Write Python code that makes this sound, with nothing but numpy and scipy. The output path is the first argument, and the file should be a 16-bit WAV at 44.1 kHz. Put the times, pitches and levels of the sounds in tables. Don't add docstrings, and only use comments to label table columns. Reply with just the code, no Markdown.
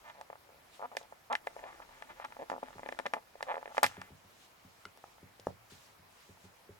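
import sys
import numpy as np
from scipy import signal
from scipy.io import wavfile

SR = 44100
rng = np.random.default_rng(int(sys.argv[2]) if len(sys.argv) > 2 else 0)


def field_ratio(decibels):
    return 10 ** (np.asarray(decibels, dtype=float) / 20)


def file_out(sig):
    cols = np.atleast_2d(sig).T
    lim = np.clip(cols, -1, 1)
    pcm = np.round(lim * 32767).astype(np.int16)
    wavfile.write(sys.argv[1], SR, pcm)


N = 299791


def rms_one(x):
    return x / np.sqrt(np.mean(x ** 2) + 1e-20)


def in_time(rows, column=1):
    table = np.array(rows)
    return np.interp(np.arange(N) / SR, table[:, 0], table[:, column])


def at_hz(points, hz):
    table = np.array(points)
    return np.interp(np.log(hz), np.log(np.maximum(table[:, 0], 1)), table[:, 1])


def drift(rate_hz):
    r = np.exp(-2 * np.pi * rate_hz * 40 / SR)
    white = rng.standard_normal(N // 40 + 2002)
    slow = signal.lfilter([1], [1, -2 * r, r * r], white)[2000:]
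    return np.interp(np.arange(N) / 40, np.arange(len(slow)), rms_one(slow))


def ring(clicks, hz, t60, phase=0):
    r = field_ratio(-60 / (t60 * SR))
    w = 2 * np.pi * hz / SR
    start = [np.sin(phase), r * np.sin(w - phase)]
    return signal.lfilter(start, [1, -2 * r * np.cos(w), r * r], clicks + 1e-18)


def soften(x, seconds):
    shape = np.hanning(round(seconds * SR) + 3)[1:-1]
    return signal.lfilter(shape / shape.sum(), [1], x)


def swell(hz, seconds):
    window = np.hanning(round(seconds * SR) + 3)
    t = (np.arange(len(window)) - len(window) / 2) / SR
    return 2 * window * np.cos(2 * np.pi * hz * t) / window.sum()


# (f/Hz, correlation)
CORRELATION = [(60, 0.89), (130, 0.98), (290, 0.16), (640, 0.1), (1410, 0.008), (3100, 0.02), (6820, 0.26),
               (15000, 0.96)]


def banded_noise(spectrum, flicker_db):
    edges = 22 * 2 ** np.arange(0, 9.7, .4)
    white = rng.standard_normal((2, 2, N))
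    out = 0
    for k, (low, high) in enumerate(zip(edges, edges[1:])):
        hz = np.sqrt(low * high)
        if hz <= spectrum[0][0]:
            continue
        band = signal.butter(2, [low, high], "band", fs=SR, output="sos")
        mid, side = signal.sosfilt(band, white[k % 2])
        alike = np.clip(at_hz(CORRELATION, hz), -1, 1)
        gain = field_ratio(at_hz(spectrum, hz) + flicker_db * drift(11.5))
        out = out + gain * (np.sqrt(1 + alike) * mid + np.sqrt(1 - alike) * side * [[1], [-1]])
    return rms_one(out)


def through_housing(modes, at, strength_db, pan_db, scatter_db):
    contact_cycles, split_hz = 3.2, 1100
    out = np.zeros((2, N))
    luck = rng.standard_normal((len(at), len(modes), 2))
    for k, (hz, mode_db, t60, lead) in enumerate(modes):
        port_db = scatter_db * luck[:, k].T + np.outer([.5, -.5], pan_db)
        heights = field_ratio(strength_db(hz) + mode_db + port_db)
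        push = swell(hz, contact_cycles / max(hz, 400))
        span = np.maximum(at[:, None] + np.arange(len(push)) - len(push) // 2, 0)
        sense = (-1) ** (k * (hz > split_hz))
        for port, sign in enumerate((1, -1)):
            pushes = np.bincount(span.ravel(), np.outer(heights[port], push).ravel(), N)
            out[port] += ring(pushes, hz, t60, sign * lead / 2) * sense
    return out


# (f/Hz, relative level/dB, t60/s, phase lead of left/rad)
HOUSING_MODES = [(209, -10.5, 0.032, 1.3), (258, -6.5, 0.11, 0.57), (344.7, -3, 0.054, 1.55),
                 (457, -10, 0.056, 1.7), (560, -0.5, 0.029, 0.49), (700, 5.5, 0.017, 1.36),
                 (860.7, 2, 0.033, 1.1), (971, 3, 0.018, 1.5), (1171, 3, 0.021, 1.65),
                 (1390, 4, 0.026, 1.82), (1755, 7.5, 0.016, 1.85), (2060, -1.5, 0.038, 1.63),
                 (2373, 3.5, 0.011, 1.2), (2784, 3.5, 0.0066, 1.53), (3370, 7.5, 0.0029, 1.7)]
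# (t/s, rubbing level/dB, depth level/dB, left-right level/dB of the busiest finger)
GRIP_CURVE = [(0, -62, -40, -2.5), (.25, -80, -20, 0.5), (.4, -87, -37, 0), (.7, -69, -25.5, 1),
              (1.1, -84, -27.5, 1.5), (1.25, -85, -25, -1.5), (1.5, -60.5, -29.5, 0.5), (2, -60.5, -31, 1),
              (2.5, -62, -16, 0), (2.95, -58.5, -18, 1.5), (3.22, -71, -19, -2), (3.3, -72, -32, 2),
              (3.45, -61, -31.5, -1), (3.8, -62, -26, -0.5), (4.1, -64.5, -21, 0.5), (4.2, -87, -28, 0)]
# (t/s, relative peak level/dB, f/Hz, bite level/dB)
SINGLE_SLIPS = [(0.098, -46, 1100, 2), (0.211, -37.5, 760, -9), (0.3, -34, 660, -15),
                (0.328, -37.5, 810, -14), (0.354, -44, 835, -13), (0.491, -46, 532, -28),
                (0.794, -37.5, 636, -29), (0.804, -37, 690, -30), (0.815, -36.5, 756, -15),
                (0.824, -31.5, 830, -23), (0.915, -41, 894, -25), (0.95, -36.5, 560, -16),
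                (0.968, -27, 564, -1.5), (1.012, -41, 557, -18), (1.123, -37, 670, -21),
                (1.329, -31, 694, 0.5), (1.341, -32, 654, -24), (1.351, -28, 1054, 3.5),
                (1.47, -24.5, 680, -8), (1.564, -32.5, 570, -20), (1.59, -42.5, 598, -6),
                (1.638, -35, 579, -8), (1.8, -38.5, 830, -20), (2.022, -37.5, 844, -2.5),
                (2.198, -34, 789, -12), (2.321, -42, 982, -5), (2.366, -38, 700, -15),
                (2.498, -27, 863, -10.5), (2.516, -23.5, 643, -20), (2.527, -29, 730, -16),
                (2.538, -28.5, 680, -26), (2.551, -37, 660, -31), (2.562, -35, 710, -30),
                (2.579, -33.5, 643, -35), (2.629, -27, 625, -24), (2.683, -41.5, 855, -9),
                (2.781, -41.5, 870, -11), (2.793, -35.5, 676, -13.5), (2.831, -32.5, 600, -10.5),
                (2.86, -30.5, 554, -10), (2.888, -28.5, 580, -7), (2.923, -31, 630, -6),
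                (2.988, -29.5, 970, -5), (2.997, -28, 720, -12), (3.055, -29, 630, -8),
                (3.06, -28.5, 1080, -5), (3.065, -26, 555, -4), (3.135, -21.5, 954, -5),
                (3.141, -29, 683, -7.5), (3.166, -32.5, 806, -21), (3.354, -36.5, 475, -20),
                (3.406, -34.5, 880, -8.5), (3.426, -28, 646, -3), (3.541, -27, 683, -12),
                (3.554, -34, 754, -6.5), (3.567, -28, 730, -24), (3.578, -30.5, 603, -13),
                (3.591, -40, 590, -23), (3.614, -48, 650, -25), (3.627, -34.5, 750, -15),
                (3.656, -31.5, 590, -8.5), (3.676, -33, 515, -13), (3.72, -44, 893, -21),
                (3.746, -38.5, 827, -15), (3.768, -32, 966, -5), (3.779, -17, 780, -7.5),
                (3.829, -12, 990, -10), (3.834, -19.5, 874, -5), (3.841, -16, 860, -2),
                (3.863, -33, 657, 3), (3.912, -45, 1147, -19), (3.967, -45, 1000, -2),
                (4.015, -36, 1380, -4.5)]


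def slips(rows=SINGLE_SLIPS, focus_db=13.0, body_db=-7, scatter_db=2, roll_off=0.57):
    crest_s, wander_db = .0015, 2
    s, peak_db, pitch, bite_db = np.transpose(rows)
    at = np.round((s + crest_s) * SR).astype(int)
    depth_db = in_time(GRIP_CURVE, column=2)[at]
    pan_db = in_time(GRIP_CURVE, column=3)[at] + wander_db * rng.standard_normal(len(s))

    def strength_db(hz):
        if hz > 1500:
            return peak_db + bite_db * (1 + roll_off * np.log2(hz / 2000)) - 4.5
        if hz < 350:
            return peak_db + depth_db
        return peak_db + body_db - focus_db * np.log2(hz / pitch) ** 2

    return through_housing(HOUSING_MODES, at, strength_db, pan_db, scatter_db)


# (start t/s, end t/s, slip rate/Hz, relative peak level/dB, f/Hz)
CREAK_RUNS = [(0.036, 0.12, 300, -49, 935), (0.138, 0.181, 154, -50.5, 780), (0.173, .230, 149, -46, 680),
              (0.439, 0.61, 71, -51.5, 570), (0.827, 0.86, 234, -33.5, 830),
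              (0.916, 0.941, 200, -44.5, 710), (1.013, 1.057, 110, -48, 720),
              (1.298, 1.343, 237, -26.5, 897), (1.568, 1.613, 326, -48.5, 730),
              (1.62, 1.669, 260, -41.5, 660), (1.648, 1.715, 387, -46.5, 870),
              (1.716, 1.792, 310, -61, 917), (1.811, 1.833, 320, -50.5, 1010),
              (1.9, 2.008, 270, -58.5, 965), (2.087, 2.12, 302, -46.5, 970), (2.153, 2.207, 270, -57, 928),
              (2.202, 2.236, 300, -47, 950), (2.239, 2.259, 287, -36, 1044), (2.388, 2.405, 270, -34, 560),
              (2.409, 2.434, 150, -29.5, 560), (2.625, 2.700, 140, -53, 830),
              (3.141, 3.189, 220, -39.5, 702), (3.465, 3.488, 260, -37.5, 652),
              (3.482, 3.53, 180, -27.5, 826), (3.697, 3.726, 180, -44.5, 766), (3.79, 3.794, 500, -42, 870),
              (3.841, 3.857, 420, -31, 1210), (3.858, 4.08, 230, -57.5, 1010)]
# (t/s, bite level/dB)
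SKIN_STRETCH = [(0, 2.5), (.3, -5), (.8, -5.5), (1.35, -4), (1.6, 0), (2.3, 2.5), (2.6, 6), (3.2, 2),
                (3.5, 5), (3.7, -4), (3.85, 4.5)]


def creaks():
    uneven, spread_db = .07, 1.5
    stretch_db = in_time(SKIN_STRETCH)
    luck = rng.standard_normal((len(CREAK_RUNS), 2, 64))
    rows = []
    for (start, end, per_s, peak_db, pitch), (early, size) in zip(CREAK_RUNS, luck):
        s = start + (np.arange(64) + .5 + uneven * early) / per_s
        progress = np.clip((s - start) / (end - start), 1e-3, 1 - 1e-3)
        envelope = np.sin(np.pi * progress ** 0.99)
        level_db = peak_db + 10 * np.log10(envelope + 0.025) + spread_db * size
        bite_db = -12 + stretch_db[round(start * SR)] + 15 * np.log2(pitch / 800) - 0.2954 * (peak_db + 45)
        rows += [(t, level, pitch, bite_db) for t, level in zip(s[s < end], level_db[s < end])]
    return slips(rows, focus_db=21.5, body_db=-6.5, scatter_db=1.2, roll_off=0.2)


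# (f/Hz, relative level/dB, t60/s, phase lead of left/rad)
BRIGHT_MODES = [(3420, 19, 0.0011, 0.21), (4980, 7.5, 0.0047, 1), (5670, 1.5, 0.011, 0.35),
                (6780, 12, 0.0018, 0.33), (8580, 11, 0.0023, 0.33), (10500, -10, 0.0066, 0.31),
                (13000, 13, 0.0014, .1), (14700, -4, 0.0041, .1)]
# (f/Hz, relative level/dB per Hz)
FIZZ_SPECTRUM = [(1500, -23), (2500, 7), (4000, 4), (6000, 1), (9000, -1), (12000, -6.5), (16000, -50)]
# (t/s, relative peak level/dB, centre f/Hz)
BRIGHT_SNAPS = [(0.2123, -47.5, 5260), (0.9684, -30.5, 4540), (1.03, -52, 3500), (1.3274, -34, 3530),
                (1.3527, -34.5, 3490), (1.4697, -43, 3500), (2.0223, -52, 4500), (2.2475, -44.5, 4140),
                (2.4998, -42.5, 3610), (2.5154, -51, 3540), (2.6333, -54, 4470), (2.8875, -46, 3790),
                (2.9225, -46, 3640), (2.99, -37, 4070), (3.0638, -36.5, 3820), (3.1361, -35, 3870),
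                (3.427, -36, 4630), (3.7798, -36.5, 4320), (3.832, -17.5, 9760), (3.834, -28, 5760),
                (3.84, -24, 3570), (3.852, -44, 4600), (3.8633, -28, 5700), (4.0156, -43, 3740),
                (4.8535, -43.5, 3700), (4.9738, -53, 7640), (5.3985, -45, 3830), (5.47, -48.5, 6850)]


def snaps(level_db=-8, focus_db=5, pan_db=-3, scatter_db=2.5, fizz_db=-17, fizz_t60=0.086):
    s, peak_db, centre = np.transpose(BRIGHT_SNAPS)
    at = np.round(s * SR).astype(int)

    def strength_db(hz):
        return peak_db + level_db - focus_db * np.log2(hz / centre) ** 2

    click = through_housing(BRIGHT_MODES, at, strength_db, np.full(len(s), pan_db), scatter_db)
    fade = np.zeros(N)
    fade[at] = field_ratio(peak_db + fizz_db)
    fade = signal.lfilter([1], [1, -field_ratio(-60 / (fizz_t60 * SR))], fade + 1e-18)
    return click + fade * banded_noise(FIZZ_SPECTRUM, flicker_db=2.2)


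def rubbing(per_s=170, spread_db=4.5, fall_db=4.0, rumble_db=-14.5):
    at = np.cumsum(SR / per_s * rng.gamma(3, 1 / 3, 1500)).astype(int)
    at = at[at < GRIP_CURVE[-1][0] * SR]
    size_db = spread_db * rng.standard_normal(len(at))
    pan_db = in_time(GRIP_CURVE, column=3)[at]

    def strength_db(hz):
        return size_db - fall_db * np.abs(np.log2(hz / 800))

    creak = through_housing(HOUSING_MODES, at, strength_db, pan_db, scatter_db=6.5)
    creak = creak / np.std(creak[:, :at[-1]])
    band = signal.butter(2, [20, 60], "band", fs=SR, output="sos")
    rumble = rms_one(signal.sosfilt(band, rng.standard_normal(N)))
    return field_ratio(in_time(GRIP_CURVE)) * (creak + field_ratio(rumble_db) * rumble)


# (f/Hz, relative level/dB, t60/s)
BOARD_MODES = [(60.5, -12, 0.19), (92.3, 1.5, 0.19), (112.5, -13, 0.82), (146.9, -5, 0.17),
               (185.8, -2, 0.18), (258.8, -2.5, 0.12), (348, -7, 0.043), (409, -2, 0.057),
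               (564, -14.5, 0.11)]
# (t/s, relative peak level/dB, hardness level/dB, f/Hz)
PAW_LANDINGS = [(2.096, -49.5, -24, 193), (2.753, -42.5, -3, 172), (3.838, -34.5, -19, 218),
                (3.975, -36.5, -5, 159), (4.101, -44.5, -3, 164), (4.115, -38, -31, 96),
                (4.244, -48.5, -16, 89), (4.645, -42, -24.5, 173), (4.855, -44.5, -3.5, 172),
                (5.225, -40, -5, 196), (5.392, -52, -2, 75), (5.473, -32.5, -16, 174),
                (5.717, -42.5, -6.5, 148), (5.989, -46.5, -28, 95), (6.29, -43, -8, 153),
                (6.437, -43.5, -19, 106), (6.448, -49, 0, 83), (6.691, -40.5, 0, 94)]


def paws(level_db=-9, focus_db=2.5, scatter_db=2, lag_cycles=.8):
    s, peak_db, hard_db, pitch = np.transpose(PAW_LANDINGS)
    out = np.zeros(N)
    luck = rng.standard_normal((len(s), len(BOARD_MODES)))
    for k, (hz, mode_db, t60) in enumerate(BOARD_MODES):
        reach_db = hard_db + 9 if hz > 300 else -focus_db * np.log2(hz / pitch) ** 2
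        clicks = np.zeros(N)
        clicks[np.round(s * SR).astype(int)] = field_ratio(
            peak_db + level_db + mode_db + reach_db + scatter_db * luck[:, k])
        out += soften(ring(clicks, hz, t60), lag_cycles / hz) * (-1) ** k
    no_deep_bass = signal.butter(2, 65, "high", fs=SR, output="sos")
    return signal.sosfilt(no_deep_bass, out)


# (t/s, relative peak level/dB, f/Hz, t60/s)
FLOOR_KNOCKS = [(4.853, -40, 1390, 0.022), (4.974, -47, 770, 0.0047), (5.04, -39.5, 820, 0.011),
                (5.182, -50.5, 900, 0.0091), (5.395, -51, 505, 0.018), (5.469, -21, 568, 0.0094),
                (6.373, -58, 890, 0.024)]


def knocks(level_db=5.0, overtone_db=-7, cycles=1.32, pan_db=1):
    out = np.zeros(N)
    for s, peak_db, hz, t60 in FLOOR_KNOCKS:
        for k, ratio in enumerate((1, 1.5, 2.1, 3.0)):
            burst = swell(ratio * hz, cycles / hz)
            push = np.zeros(N)
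            push[round(s * SR):][:len(burst)] = burst * field_ratio(peak_db + level_db + k * overtone_db)
            out += ring(push, ratio * hz, t60)
    return out * field_ratio([[pan_db / 2], [-pan_db / 2]])


# (f/Hz, relative level/dB per Hz)
PILE_SPECTRUM = [(500, -34), (1200, -3.5), (2000, -4), (3000, -1.5), (6500, -5), (9000, -11.5),
                 (12000, -18), (16000, -23)]
# (crest t/s, crest level/dB, rise/s, fall/s)
# the level changes by swing_db in one rise or fall time
BRUSH_STROKES = [(.09, -65, 0.063, 0.055), (.74, -60, 0.059, 0.14), (.985, -58.5, 0.015, 0.098),
                 (3.758, -55, 0.043, 0.11), (3.845, -48, .012, .12), (4.45, -63, 0.37, .09),
                 (4.82, -69.5, 0.74, 0.14), (5.05, -69.5, 0.18, 0.45), (5.49, -66, .11, .08),
                 (5.705, -56.5, .012, 0.18), (5.85, -63, 0.26, 0.18), (6.21, -64, 0.21, 0.34),
                 (6.45, -64, 0.086, 0.069)]


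def brushing(swing_db=20, sleeve_db=-8):
    t = np.arange(N) / SR
    power = field_ratio(in_time(GRIP_CURVE) + sleeve_db) ** 2
    for s, peak_db, rise_s, fall_s in BRUSH_STROKES:
        away = np.where(t < s, (s - t) / rise_s, (t - s) / fall_s)
        power = power + field_ratio(peak_db - swing_db * np.minimum(away, 5)) ** 2
    return np.sqrt(power) * banded_noise(PILE_SPECTRUM, flicker_db=1.5)


def room(x, t60=0.15, wall_cut_hz=3600):
    out = np.zeros((2, N))
    dull = np.exp(-2 * np.pi * wall_cut_hz / SR)
    lags = (rng.uniform(.007, 0.036, 12) * SR).astype(int)
    for k, lag in enumerate(lags):
        loop, state = x.copy(), [0.]
        gain = field_ratio(-60 * lag / SR / t60)
        for i in range(lag, N, lag):
            back, state = signal.lfilter([gain * (1 - dull)], [1, -dull], loop[i - lag:i], zi=state)
            loop[i:i + lag] += back[:N - i]
        out[k % 2] += (loop - x) * (-1) ** (k // 2)
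    return out


# (f/Hz, relative level/dB per Hz)
AIR_SPECTRUM = [(15, -38), (25, -14), (80, -4), (317, -7), (775, -2), (840, -2), (911, -3), (1190, -4),
                (1370, -8), (2050, -7.5), (3250, -14), (4490, -14.5), (9840, -22.5), (12900, -19),
                (16000, -26.5)]


def air(level_db=-62.5):
    return field_ratio(level_db) * banded_noise(AIR_SPECTRUM, flicker_db=1.3)


def scene():
    grip = slips() + creaks() + snaps() + rubbing()
    floor = paws() + knocks()
    walls = room(grip.mean(axis=0) + field_ratio(7.0) * floor.mean(axis=0))
    return grip + floor + brushing() + field_ratio(-19) * walls + air()


def low_pass(x):
    return signal.sosfilt(signal.butter(12, 16810, fs=SR, output="sos"), x)


def record(dry):
    return low_pass(dry)


dry = scene()
out = record(dry)
file_out(out)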